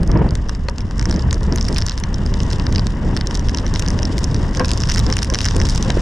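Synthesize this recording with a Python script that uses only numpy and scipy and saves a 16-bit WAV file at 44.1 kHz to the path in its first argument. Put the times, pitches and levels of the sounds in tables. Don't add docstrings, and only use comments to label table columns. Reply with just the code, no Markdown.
import sys
import numpy as np
from scipy import signal
from scipy.fft import rfft, irfft
from scipy.io import wavfile
from scipy.ndimage import uniform_filter1d, minimum_filter1d

SR = 44100
rng = np.random.default_rng(int(sys.argv[2]) if len(sys.argv) > 2 else 0)


def put_to_file(sound):
    columns = np.atleast_2d(sound).T
    safe = np.clip(columns, -1, 1)
    whole_steps = np.round(safe * 32767)
    wavfile.write(sys.argv[1], SR, whole_steps.astype(np.int16))


N = 265041
TIME = np.arange(N) / SR
FREQS = np.fft.rfftfreq(N, 1 / SR)
SIDES = np.array([[1], [-1]])

# time_s, buffet_db
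WIND = [(0, -20.5), (0.3, -26.5), (0.47, -31.5), (0.75, -32), (0.97, -28), (1.15, -27), (1.4, -27),
        (1.78, -25.5), (1.93, -33.5), (2.2, -24.5), (3.1, -27), (3.55, -26), (4.1, -25.5), (4.9, -25.5),
        (5.35, -29), (6.01, -23.5)]
# crest_s, length_s (crest to 1/e), rumble_rise_db, buffet_rise_db, tear_db
GUSTS = [(0.004, 0.0053, -7, 2.5, -26.5), (0.034, 0.008, -8, 4.5, -31), (0.053, 0.011, -7, -6.5, -56),
         (0.097, 0.01, 3, -2, -23), (0.135, 0.017, 3, 6, -24), (0.168, 0.017, -1, 6.5, -16),
         (0.214, 0.022, 2.5, 7, -18.5), (0.26, 0.024, 2.5, 3, -21.5), (0.329, 0.021, 4, 6, -29),
         (0.843, 0.021, 2.5, 1.5, -57), (1.095, 0.033, 2, 6.5, -40), (1.17, 0.026, 3, 7, -27.5),
         (1.286, 0.023, 5, 4, -40), (1.522, 0.057, 0.5, 5.5, -29), (1.71, 0.028, -4, 0, -25),
         (2.762, 0.09, 2.5, 4, -54), (3.102, 0.077, 1.5, 4.5, -32), (3.48, 0.024, 6, 2, -43),
         (3.928, 0.037, 3.5, 4.5, -31), (4.009, 0.02, 0.5, 0, -33), (4.112, 0.048, -1.5, 3.5, -53),
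         (4.365, 0.059, -0.5, 4.5, -51), (4.477, 0.018, -4, 2, -39), (4.618, 0.016, 1, 8.5, -47),
         (4.81, 0.022, 2.5, -1, -48), (5.028, 0.038, 4, 4, -55), (5.094, 0.028, 1.5, 2, -23.5),
         (5.332, 0.021, 3.5, 5, -26.5), (5.561, 0.014, 3.5, 2.5, -23), (5.619, 0.04, 4.5, 6.5, -33),
         (5.808, 0.013, -8, 4, -24.5), (5.885, 0.026, 1.5, 2.5, -28.5)]
# centre_s, length_s (centre to 1/e), rumble_change_db
LULLS = [(0.303, 0.013, -8), (0.45, 0.025, -5), (0.77, 0.018, -7), (0.91, 0.026, -6), (1.914, 0.032, -5),
         (2.2, 0.016, -8), (3.302, 0.03, -5), (3.525, 0.018, -4.5), (3.824, 0.0092, -5), (4.632, 0.012, -4),
         (5.378, 0.015, -6)]
RUMBLE_DB, RUMBLE_DB_PER_DB = -4, 0.5371
# frequency_hz, density_db
RUMBLE_COLOUR = [(10, -27), (24, 0), (45, -2.5), (80, -4), (120, -11.5), (200, -32), (400, -78),
                 (2000, -110)]
BUFFET_COLOUR = [(60, -13), (120, -1), (180, 0), (260, -6.5), (400, -14), (600, -20), (1000, -31.5),
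                 (2000, -37.5), (10000, -100)]
TEAR_COLOUR = [(80, -3), (180, 11), (400, 7.5), (590, -0.5), (720, -4), (930, -1), (1400, -12.5),
               (1850, -12), (2500, -24.5), (3000, -26), (8000, -73), (15000, -85)]

# (nominal, of the 5360 Hz resonance)
HITS = [(0.0319, -34.5, -0.5, 5270), (0.075, -35.5, -9, 5300), (0.116, -31, -6, 5250),
        (0.1736, -38, -5, 5000), (0.29, -36.0, -5, 5020), (0.308, -33, -8, 5090), (0.3534, -29.5, -1, 5180),
        (0.487, -37.5, -7, 5540), (0.494, -27.5, 1, 5320), (0.5499, -35, -7, 5570), (0.6848, -26, 0, 4460),
        (0.697, -34, -11, 5500), (0.783, -30, -6.5, 5170), (0.806, -34, -4, 5430), (0.9103, -37, 4, 5000),
        (0.9813, -37, -3, 5400), (0.995, -24.5, -4, 5360), (1.0127, -33, -1, 5240), (1.0265, -33, 1, 5590),
        (1.0555, -24, -2.5, 5400), (1.0964, -34, 1, 5360), (1.1112, -23.5, -5, 5400), (1.126, -32, 2, 5280),
        (1.142, -32.5, -6, 5210), (1.162, -31, -9, 5700), (1.194, -30.5, -6, 5200),
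        (1.2228, -34, -14, 5500), (1.3097, -25.5, -5, 5340), (1.3287, -23.5, -2, 5500),
        (1.3434, -29.5, -11, 5500), (1.432, -35, -7, 5600), (1.4398, -39, -14.5, 5400),
        (1.5242, -24.5, -7, 5330), (1.5594, -24.5, -8, 5700), (1.5759, -31, -3, 5200),
        (1.5832, -30, -1.5, 5270), (1.611, -22, -11, 5600), (1.6273, -28.5, -21, 5550),
        (1.6442, -35, -15, 5430), (1.6506, -31, -10, 5300), (1.6665, -36, -8, 5400),
        (1.683, -28.5, -4, 5100), (1.686, -24.5, -7, 5500), (1.7274, -30, -9, 5450),
        (1.7453, -30.0, -14, 5510), (1.762, -29.5, 3, 4700), (1.7685, -26.5, -1.5, 5630),
        (1.7745, -33, 1, 5190), (1.783, -20.5, -9, 5340), (1.7866, -26.5, -2, 5360),
        (1.8058, -34, -17, 5300), (1.8152, -30.5, -2, 5400), (1.822, -22.0, -8.5, 5360),
        (1.865, -22.5, -10, 5500), (1.8775, -34, -6, 5300), (1.8843, -25, -5, 5200),
        (1.8956, -22.5, -6, 5460), (1.9098, -32, -3, 5300), (1.919, -30, -6, 4600), (1.9774, -28, -5, 5400),
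        (1.985, -35, -6, 5360), (2.0005, -35, -5, 5400), (2.0374, -27.0, 0.5, 5910),
        (2.143, -25.5, -13, 5360), (2.262, -29, -6, 5200), (2.34, -29.5, -2.5, 5160),
        (2.4033, -30, 0.5, 5400), (2.4324, -33, -6, 5700), (2.504, -32, -18, 5160), (2.5128, -32, -3, 5370),
        (2.5258, -32, -9, 5240), (2.531, -26.5, -5, 5160), (2.5977, -29.5, -1, 5130),
        (2.667, -25, -2, 5300), (2.7255, -31, -5, 5800), (2.7495, -31.5, -2, 5400),
        (2.759, -20.5, -5.5, 5360), (2.782, -25, -7.0, 4900), (2.794, -23, -4, 5380),
        (2.8689, -26.5, -4, 5130), (3.166, -24, -2, 5250), (3.1728, -25.5, -3.5, 5040),
        (3.211, -24.5, -3, 5400), (3.2713, -22.5, -12, 5470), (3.31, -30, 0.5, 5500),
        (3.3445, -31, -10.0, 5360), (3.3511, -26, -8.5, 5260), (3.354, -26.5, -8, 5300),
        (3.3734, -32, -8, 5500), (3.3942, -30.5, -7, 5570), (3.486, -30, -0.5, 5630),
        (3.4945, -27.5, -2.5, 5240), (3.547, -22.5, -6.5, 5620), (3.573, -26, -4.5, 5560),
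        (3.5855, -25.5, -4.5, 5200), (3.665, -27.5, -4, 5700), (3.7392, -27.5, -18, 5470),
        (3.7518, -29, -11, 5390), (3.759, -28, 2.5, 5550), (3.795, -22, -6.5, 5600),
        (3.823, -28.5, 0, 5270), (3.8624, -30, -2, 5260), (3.878, -32, -1, 5400),
        (3.8847, -23.5, -10, 5330), (3.9042, -27, -5, 5440), (3.99, -27.5, -1, 5300),
        (4.0304, -23, -6, 5280), (4.053, -22, -12, 5360), (4.181, -24.5, -4.5, 5350),
        (4.1902, -32, -13, 5370), (4.2423, -20, -19, 5480), (4.3634, -35, -7, 5200),
        (4.345, -26.5, -7.5, 5500), (4.549, -30, -0.5, 5500), (4.5718, -26.5, -7, 5400),
        (4.5962, -22.5, -0.5, 5040), (4.6463, -24.5, -1.5, 5290), (4.6556, -27.5, -14, 5410),
        (4.6822, -27.5, -8, 5340), (4.6918, -28, -3, 5200), (4.7065, -25, -6, 5070),
        (4.7155, -20.5, -11, 5400), (4.7345, -24.5, -22, 5230), (4.775, -26.5, -7, 5150),
        (4.7798, -33, -10, 5300), (4.8034, -26, -18, 5400), (4.8106, -30, -10, 5400), (4.82, -28, -8, 5390),
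        (4.8359, -22.5, -3.5, 5200), (4.8731, -31, -7, 5300), (4.889, -26, -7, 5400),
        (4.8939, -25.5, 0, 5350), (4.8986, -19.5, -7, 5340), (4.9074, -30, -1, 5530), (4.914, -33, 0, 5370),
        (4.917, -25, -2.5, 5400), (4.9197, -22, -9, 5400), (4.941, -27, -16, 5430),
        (4.9474, -22, -12, 5370), (4.96, -27, 1.5, 5340), (4.9725, -29, -2, 5300),
        (4.977, -25.5, -1.5, 5240), (4.9815, -21, -5.5, 5200), (4.993, -23.5, -8, 5310),
        (4.9987, -28.5, 1, 5400), (5.0652, -25, -5, 5200), (5.1009, -28.5, 1.5, 5530),
        (5.126, -17, -7, 5550), (5.1378, -27.5, -5, 5360), (5.1682, -24, 1.5, 5300),
        (5.1833, -30, -5, 5440), (5.189, -23, -3, 5370), (5.221, -27, -2, 5260), (5.2279, -25, -4, 5300),
        (5.2309, -21, -8, 5270), (5.246, -28, -5, 5410), (5.3007, -23, -8, 5660),
        (5.3384, -25.5, -0.5, 5840), (5.3459, -17.5, -5, 5500), (5.3548, -24, -1, 5270),
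        (5.3881, -21.5, -4, 5370), (5.406, -25, 1, 5400), (5.4146, -24.5, -8, 5300),
        (5.4325, -35, -5, 5400), (5.445, -21.5, -7, 5200), (5.4538, -19.5, -5, 5440),
        (5.46, -23, 0.5, 5440), (5.4647, -27, -1, 5440), (5.4762, -34, -6, 5400), (5.486, -21.0, -7, 5260),
        (5.5099, -28.0, 0, 5060), (5.565, -25.5, -6, 5000), (5.601, -23.5, -3, 5420),
        (5.6151, -26, 1, 5540), (5.6526, -26.5, -3, 5660), (5.6683, -29.0, -10, 5550),
        (5.6884, -26, -5, 5400), (5.6941, -31, -12, 5400), (5.6974, -23, -16, 5340),
        (5.7053, -28, -10, 5300), (5.749, -26.5, -10, 6000), (5.759, -28, -8, 5250),
        (5.777, -25.5, -8, 5500), (5.8263, -22.5, -6.5, 5870), (5.903, -23, 4, 5400)]
# frequency_hz, width_hz, level_db, left_minus_right_db, left_lead_rad
HOUSING = [(1190, 310, -11.5, -5, -0.37), (1820, 1180, 0.5, 4, -0.54), (2786, 790, -3.5, 8, 0.73),
           (3920, 310, -3, 4.5, 1), (5360, 1060, 6.5, -3.5, 0.14), (5830, 1960, -2, 1, 0.19),
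           (6950, 3140, -14.5, 1.5, 0.44), (8580, 830, -16, 4, 1)]
TICK_HZ, TICK_SPREAD, SPLASH_S = 5360, 0.033, 0.003
# crest_s, length_s (crest to 1/e), patter_rise_db
FLURRIES = [(1.102, 0.12, 13.5), (1.744, 0.17, 17), (2.512, 0.08, 9), (3.342, 0.08, 9), (4.716, 0.1, 4),
            (4.928, 0.06, 12), (5.44, 0.07, 10), (5.711, 0.08, 8)]
PATTER_OVER_HISS_DB, SPRAY_DB_PER_DB = -2, 0.28
DROP_DB, DROP_DB_PER_DB, DROP_RANGE_DB = -18, 1.1, 18.5

KNOCK_S, KNOCK_CONTACT_S = 0.685, 0.00045
# frequency_hz, level_db, t60_s
BODY = [(556, -15.5, 0.034), (944, -17.5, 0.044), (1244, -19.5, 0.032), (1940, -19, 0.018)]

# start_s, level_db, ring_rise_s, ring_decay_s, ring_hz, ring_step_hz, slosh_rel_ring_db
SPLATS = [(4.597, -18, 0.01, 0.02, 505, 545, -1), (5.898, -26.5, 0.0025, 0.011, 520, 545, 7.5),
          (5.97, -13, 0.0019, 0.0029, 348, 75.4, -19)]
# width_hz (full, at -6 dB), level_db
HOLLOW = [(20, -2), (50, -7.5), (80, -11.5)]
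# frequency_hz, density_db
SLOSH_COLOUR = [(80, -7), (150, -5), (330, -2), (750, 1), (1550, -8), (2300, -11.5), (5000, -29),
                (12000, -60)]
SLOSH_SPEED = 1.9
# crest_s, length_s (crest to 1/e), level_db
HOOTS = [(4.587, 0.021, -29), (5.102, 0.016, -30), (5.308, 0.022, -28), (5.607, 0.065, -35),
         (5.864, 0.011, -30)]
HOOT_HZ, HOOT_STEP_HZ = 520, 545

# time_s, roar_db (canopy), hiss_db (spray)
RAIN = [(0, -46, -57.5), (0.8, -46.5, -57.5), (1.2, -42, -53), (2.05, -42.5, -54), (2.5, -40.5, -49),
        (3.2, -41.5, -52), (3.85, -39.5, -48), (4.5, -41, -47.5), (5.0, -39, -45), (5.3, -43.5, -47),
        (5.55, -39.5, -42), (6.01, -36, -45)]
# frequency_hz, density_db
ROAR_COLOUR = [(200, -3), (500, 3), (780, -2), (940, 7), (1100, 4), (1320, -3.5), (1600, -1), (1900, -0.5),
               (2350, -16.5), (2900, -7.5), (3400, -18.5), (4300, -39), (8000, -38)]
HISS_COLOUR = [(1800, -8), (2900, -0.5), (3700, 4), (4200, -2), (5150, 6), (6200, -0.5), (7500, -2.5),
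               (8200, -8), (10000, -11), (11000, -39), (15000, -60)]
# frequency_hz, side_minus_mid_db
RAIN_SPREAD = [(100, -53), (500, -5), (1000, -13), (2000, -8), (3100, 0), (4200, -5), (5500, -17),
               (10000, -6.5)]
DROPLETS_PER_S, DROPLET_OVER_HISS_DB, DROPLET_RANGE_DB = 240, -1, 25

# frequency_hz, gain_db
MICROPHONE = [(8000, 0.5), (10000, 0), (11000, -7.5), (13000, -3.5), (15000, -9)]
TOP_HZ = 15500


def wind():
    buffet_db, = curves(WIND)
    rumble_db, gust_tearing = RUMBLE_DB + RUMBLE_DB_PER_DB * buffet_db, 0
    for crest_s, length_s, rumble_rise_db, buffet_rise_db, tear_db in GUSTS:
        gust = swell(crest_s, length_s)
        rumble_db = rumble_db + rumble_rise_db * gust
        buffet_db = buffet_db + buffet_rise_db * gust
        gust_tearing = gust_tearing + undb(tear_db) * gust
    for centre_s, length_s, change_db in LULLS:
        rumble_db = rumble_db + change_db * swell(centre_s, length_s)

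    rumble = steady(noise(colour(RUMBLE_COLOUR), side=undb(-22.0)), window_s=0.0435)
    rumble = rumble * undb(rumble_db + 0.83 * walk(rate_hz=22))

    puffs = undb(1.18 * walk(rate_hz=90))
    buffet = steady(noise(colour(BUFFET_COLOUR), side=undb(-18.0)) * puffs, window_s=0.087)
    buffet = buffet * undb(buffet_db + 1.28)

    force = undb(2 * buffet_db + 5.5) / (1 + undb(buffet_db + 21.0)) + gust_tearing
    flicker = undb(2.4 * walk(rate_hz=130))
    tear = steady(noise(colour(TEAR_COLOUR), side=undb(-11.5)) * flicker, window_s=0.034)
    return rumble + buffet + force * tear


def hail():
    return strikes(*np.transpose(HITS))


def patter(drive_db, count=800):
    chance = rng.random((count, 3))
    flux = np.cumsum(undb(.9 * drive_db))
    share = (np.arange(count) + chance[:, 0]) / count
    start_s = np.interp(share, flux / flux[-1], TIME)
    size_db = DROP_RANGE_DB * chance[:, 1] ** 1.1
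    tick_db = DROP_DB + DROP_DB_PER_DB * np.interp(start_s, TIME, drive_db) + size_db
    slap_db = -11 + 13.6 * chance[:, 2]
    pitch_hz = TICK_HZ * (1 + TICK_SPREAD * rng.standard_normal(count))
    return strikes(start_s, tick_db, slap_db, pitch_hz)


def strikes(start_s, tick_db, slap_db, pitch_hz, scatter_db=3.0, bend=0.017, tilt_db=5, aside_db=1.5,
            crush_db=-9, crush_s=0.00014, splash_db=-28, size=640):
    f, t = np.fft.rfftfreq(size, 1 / SR), np.arange(size) / SR
    hz, width_hz, level_db, pan_db, lead_rad = np.transpose(HOUSING)
    spot = rng.standard_normal((len(start_s), 4, len(hz), 1))
    mode_hz = hz[:, None] * (pitch_hz[:, None, None] / TICK_HZ + bend * spot[:, 1])
    modes = undb(level_db[:, None] + scatter_db * spot[:, 0]) * resonance(f, mode_hz, width_hz[:, None])
    brightness = rng.standard_normal((len(start_s), 1, 1))
    modes = modes * undb(tilt_db * brightness * np.log2(np.clip(f / TICK_HZ, 1, 1.7)))
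    port_gain = undb(SIDES * (pan_db / 2 + aside_db * spot[:, None, 3, :, 0]))
    ports = port_gain * np.exp(.5j * SIDES * lead_rad)

    splash = undb(splash_db + 6.7 * spot[:, 2, 0]) * np.exp(-t / SPLASH_S)
    contact = t / (crush_s * np.exp(0.58 * spot[:, 2, 1]))
    crush = undb(crush_db) * contact * np.exp(1 - contact)
    push = (t == 0) + (crush + splash) * rng.standard_normal((len(start_s), size))
    early = 64
    push = rfft(np.pad(push, ((0, 0), (early, 0))), size)[:, None]

    low = hz < 4400
    sounds = 0
    for group, group_db in ((~low, tick_db), (low, tick_db + slap_db)):
        ring = irfft((ports[..., group] @ modes[:, group]) * push, size)
        energy = np.sum(ring.mean(axis=1) ** 2, axis=1)
        rms = np.sqrt(energy / (.005 * SR))
        sounds = sounds + ring * (undb(group_db) / rms)[:, None, None]
    out = np.zeros((2, N + size))
    for start, sound in zip(np.clip(start_s * SR, 0, N).astype(int), sounds):
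        out[:, start:start + size] += sound
    return out[:, early:early + N]


def knock():
    age = np.maximum(TIME - KNOCK_S, 0)
    body = 0
    for hz, level_db, t60_s in BODY:
        body = body + undb(level_db) * np.sin(2 * np.pi * hz * age) * undb(-60 * age / t60_s)
    return body * (1 - np.exp(-age / KNOCK_CONTACT_S))


def splats():
    out = 0
    water = steady(noise(colour(SLOSH_COLOUR), side=undb(-8.0)), window_s=0.0104)
    for start_s, level_db, rise_s, decay_s, hz, step_hz, slosh_db in SPLATS:
        age = np.maximum(TIME - start_s, 0)
        ring, slosh = ((1 - np.exp(-a / rise_s)) * np.exp(-a / decay_s) for a in (age, age * SLOSH_SPEED))
        ringing = ring / ring.max() * hollow(hz, step_hz)
        sloshing = undb(slosh_db) * slosh / slosh.max() * water
        out = out + undb(level_db) * (ringing + sloshing)
    return out


def hoots():
    strength = sum(undb(level_db) * swell(crest_s, length_s) for crest_s, length_s, level_db in HOOTS)
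    return hollow(HOOT_HZ, HOOT_STEP_HZ) * strength


def hollow(hz, step_hz):
    out = 0
    for k, (width_hz, level_db) in enumerate(HOLLOW):
        band = abs(resonance(FREQS, hz + k * step_hz, width_hz))
        out = out + undb(level_db) * steady(noise(band, side=undb(-15.0)), window_s=0.0105)
    return out


def downpour(roar_db, hiss_db):
    roar_gain = undb(roar_db + 3.5 + 1.26 * walk(rate_hz=170) + SIDES * 2.24)
    roar = noise(colour(ROAR_COLOUR), colour(RAIN_SPREAD)) * roar_gain
    hiss_gain = undb(hiss_db + 2.03 + 2.73 * walk(rate_hz=220))
    hiss = noise(colour(HISS_COLOUR), colour(RAIN_SPREAD)) * hiss_gain
    return roar + hiss + droplets() * undb(hiss_db + DROPLET_OVER_HISS_DB)


def droplets():
    lands, strength, place = rng.random((3, N))
    click_db = DROPLET_RANGE_DB * strength + SIDES * 7 * (place - .5)
    clicks = (lands < DROPLETS_PER_S / SR) * undb(click_db)
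    ring = 0
    for hz, width_hz, level_db, _, _ in HOUSING:
        if hz > 2500:
            ring = ring + undb(level_db) * resonance(FREQS, hz, width_hz)
    x = irfft(rfft(clicks) * ring, N)
    return x / x.std()


def undb(db):
    return 10 ** (np.asarray(db) / 20)


def curves(table):
    s, *columns = np.transpose(table)
    return [np.interp(TIME, s, c) for c in columns]


def colour(points):
    hz, db = np.transpose(points)
    return undb(np.interp(np.log(FREQS + 1), np.log(hz), db))


def resonance(f, hz, width_hz):
    return 1 / (1 + 2j * (f - hz) / width_hz) ** 2


def noise(gain, side):
    mid, wide = rfft(rng.standard_normal((2, N)))
    x = irfft(gain * (mid + SIDES * side * wide), N)
    return x / x.std()


def walk(rate_hz):
    k = max(int(SR / rate_hz), 2)
    held = rng.standard_normal(N)[np.arange(N) // k]
    return 2.4 * uniform_filter1d(uniform_filter1d(held, k), k)


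def steady(x, window_s):
    power = uniform_filter1d(np.mean(x ** 2, axis=0), int(window_s * SR))
    return x / np.sqrt(power + 1e-9)


def swell(crest_s, length_s):
    return np.exp(-((TIME - crest_s) / length_s) ** 2)


def scene():
    roar_db, hiss_db = curves(RAIN)
    flurry_db = sum(rise_db * swell(crest_s, length_s) for crest_s, length_s, rise_db in FLURRIES)
    rain = downpour(roar_db, hiss_db + SPRAY_DB_PER_DB * flurry_db)
    drops = patter(hiss_db + PATTER_OVER_HISS_DB + flurry_db)
    return wind() + rain + hail() + drops + knock() + splats() + hoots()


def record(dry):
    dull = irfft(rfft(dry) * colour(MICROPHONE), N)
    room = np.minimum(1, .87 / (abs(dull).max(axis=0) + 1e-9))
    gain = uniform_filter1d(minimum_filter1d(room, size=257), size=257)
    lowpass = signal.ellip(8, .2, 70, TOP_HZ, fs=SR, output="sos")
    return signal.sosfilt(lowpass, dull * gain)


dry = scene()
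out = record(dry)
put_to_file(out)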